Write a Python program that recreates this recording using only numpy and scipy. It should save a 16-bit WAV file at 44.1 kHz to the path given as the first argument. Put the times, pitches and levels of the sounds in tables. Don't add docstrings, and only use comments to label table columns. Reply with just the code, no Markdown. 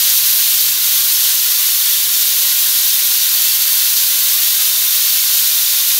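import sys
import numpy as np
from scipy import signal
from scipy.fft import rfft, irfft
from scipy.io import wavfile

SR = 44100
rng = np.random.default_rng(int(sys.argv[2]) if len(sys.argv) > 2 else 0)


def unload_audio(sound):
    columns = np.transpose(np.atleast_2d(sound))
    steps = np.round(np.clip(columns, -1, 1) * 32767)
    wavfile.write(sys.argv[1], SR, steps.astype(np.int16))


N = 264159
TIME = np.arange(N) / SR
FREQS_HZ = np.maximum(np.arange(N // 2 + 1) * SR / N, 1)


def from_db(db):
    return 10 ** (np.asarray(db) / 20)


def unit_rms(x):
    return x / np.sqrt(np.mean(x ** 2) + 1e-20)


def drift(rate_hz):
    return unit_rms(irfft(rfft(rng.standard_normal(N)) / (1 + (FREQS_HZ / rate_hz) ** 2), N))


def swell(centre_s, half_width_s):
    return np.exp(-2 * ((TIME - centre_s) / half_width_s) ** 2)


def coloured_noise(spectrum):
    hz, db = np.transpose(spectrum)
    gain = from_db(np.interp(np.log(FREQS_HZ), np.log(hz), db))
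    return unit_rms(irfft(rfft(rng.standard_normal(N)) * gain, N))


def wavering_tone(hz, waver_hz):
    pitch_hz = hz + waver_hz * drift(6.1)
    return np.sqrt(2) * np.sin(2 * np.pi * np.cumsum(pitch_hz) / SR)


def resonance(x, hz, width_hz):
    return signal.lfilter(*signal.iirpeak(hz, hz / width_hz, fs=SR), x)


def below(x, hz):
    return irfft(rfft(x) / (1 + (FREQS_HZ / hz) ** 8), N)


def dull(x, hz):
    return signal.sosfilt(signal.butter(1, hz, fs=SR, output="sos"), x)


def mains_hum(hz=100, level_db=-60.5, waver_db=1.0):
    return from_db(level_db + waver_db * drift(4.0)) * wavering_tone(hz, waver_hz=0.42)


# frequency in Hz, relative density in dB.
RUMBLE_SPECTRUM = [(15, -26), (30, -10), (48, 2), (80, 2), (125, 0.5), (190, 4.5), (255, -1), (350, 0.5),
                   (430, 1.5), (600, -14), (1500, -33)]


def room_rumble(level_db=-53.5):
    return from_db(level_db) * coloured_noise(RUMBLE_SPECTRUM)


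# centre in seconds, pitch in Hz, half-width in seconds, top level in dB.
TONE_SWELLS = [(0.017, 131, 0.06, -51), (0.183, 342, 0.088, -56), (0.25, 135, 0.17, -51),
               (0.68, 133.5, 0.12, -51), (0.777, 347, 0.08, -54), (0.99, 133, 0.1, -51),
               (1.038, 348, 0.065, -56), (1.39, 351, 0.063, -51.5), (1.43, 133, 0.06, -55),
               (2.918, 187, 0.058, -53), (4.78, 189.6, 0.13, -54.5)]


def low_tones():
    return sum(from_db(db) * swell(centre_s, half_width_s) * wavering_tone(hz, waver_hz=3.2)
               for centre_s, hz, half_width_s, db in TONE_SWELLS)


def vent_whistle(hz=3644, width_hz=98, start_db=-37.5, rise_db_per_s=1.28, swing_db=1.4):
    ringing = resonance(rng.standard_normal(N), hz, width_hz)
    breathy = unit_rms(resonance(ringing, hz, 2 * width_hz))
    return breathy * from_db(start_db + rise_db_per_s * TIME + swing_db * drift(2.0))


def near_echoes(x, echo_db=-20.5, sway_s=0.00013, count=10):
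    reflected = from_db(echo_db) * dull(x, hz=8340)
    slide_s = sway_s * drift(0.36)
    for delay_s, facing in zip(np.geomspace(0.002, 0.014, count), rng.uniform(-0.89, 1, count)):
        path_s = delay_s * rng.uniform(0.9, 1.1) + facing * slide_s
        x = x + np.interp(TIME - path_s, TIME, reflected, left=0)
    return x


def kitchen_reverb(x, wet_db=-11.5, t60_s=0.47, gap_s=0.008, sway_s=0.0002):
    t = TIME[:SR // 2]
    tail = rng.standard_normal(len(t)) * from_db(-60 * t / t60_s) * (t > gap_s)
    tail = dull(tail / np.linalg.norm(tail), hz=9000)
    wet = signal.fftconvolve(x, tail)[:N]
    swayed = np.interp(TIME + sway_s * drift(0.6), TIME, wet)
    return x + from_db(wet_db) * swayed


# centre in seconds, half-width in seconds, flow change in dB.
WEIGHT_BOBS = [(0.755, 0.11, -2.0), (0.95, 0.1, 0.5), (1.25, 0.06, 0.7), (1.41, 0.07, -0.7),
               (1.88, 0.06, 0.7), (2.07, 0.11, -0.9), (3.77, 0.05, 1.0), (4.88, 0.06, -0.6),
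               (5.27, 0.05, -0.6), (5.38, 0.08, 0.8)]


def steam_flow_db(surge_db=1.25, settle_s=0.74, wander_db=0.14):
    settling_db = surge_db * np.clip(1 - TIME / settle_s, 0, 1)
    bob_db = sum(db * swell(centre_s, half_width_s) for centre_s, half_width_s, db in WEIGHT_BOBS)
    return settling_db + bob_db + wander_db * drift(4.7)


# frequency in Hz, width in Hz, gain in dB.
COOKER_RESONANCES = [(608, 59, 8), (663, 74, 3.5), (1067, 69, 5), (1166, 69, 3), (1546, 190, 4.5),
                     (2010, 93, 2.5), (2820, 70, 1.5), (3150, 72, 1.5), (4070, 92, 3), (4530, 180, 4),
                     (5350, 54, 3.5), (5740, 92, 0.5), (6440, 76, -2), (12800, 500, 0), (13650, 600, -1.8)]


def cooker_body(x):
    for hz, width_hz, db in COOKER_RESONANCES:
        x = x + (from_db(db) - 1) * resonance(x, hz, width_hz)
    return x


# frequency in Hz, relative density in dB.
JET_SPECTRUM = [(250, -39.5), (500, -30.5), (900, -20.5), (1500, -14.5), (2300, -9), (3000, -4.5),
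                (3800, -1.5), (5000, -3.5), (6300, -0.5), (7800, -5.5), (9800, -3.5), (10450, -6.5),
                (11350, -0.06), (16000, -0.97)]


def steam_jet(gain_db=-13, flutter_db=0.16, patchy_db=0.51, dulling_db_per_s=0.0757):
    flow_db = steam_flow_db()
    tilt_db = 0.42 + 0.3 * flow_db - dulling_db_per_s * TIME
    jet = cooker_body(coloured_noise(JET_SPECTRUM))
    jet = unit_rms(kitchen_reverb(near_echoes(jet)))
    roar = below(jet, hz=2660)
    sizzle = jet - below(jet, hz=9600)
    hiss = jet - roar - sizzle
    bands = [(roar, 0.02 - tilt_db), (hiss, 0.57), (sizzle, 3.0 + tilt_db)]
    eddies = sum(band * from_db(db + patchy_db * drift(23)) for band, db in bands)
    return eddies * from_db(gain_db + flow_db + flutter_db * drift(35))


def scene():
    mono = steam_jet() + vent_whistle() + mains_hum() + room_rumble() + low_tones()
    return np.tile(mono, (2, 1))


def record(dry):
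    return signal.sosfilt(signal.ellip(14, 0.1, 80, 15720, fs=SR, output="sos"), dry)


dry = scene()
out = record(dry)
unload_audio(out)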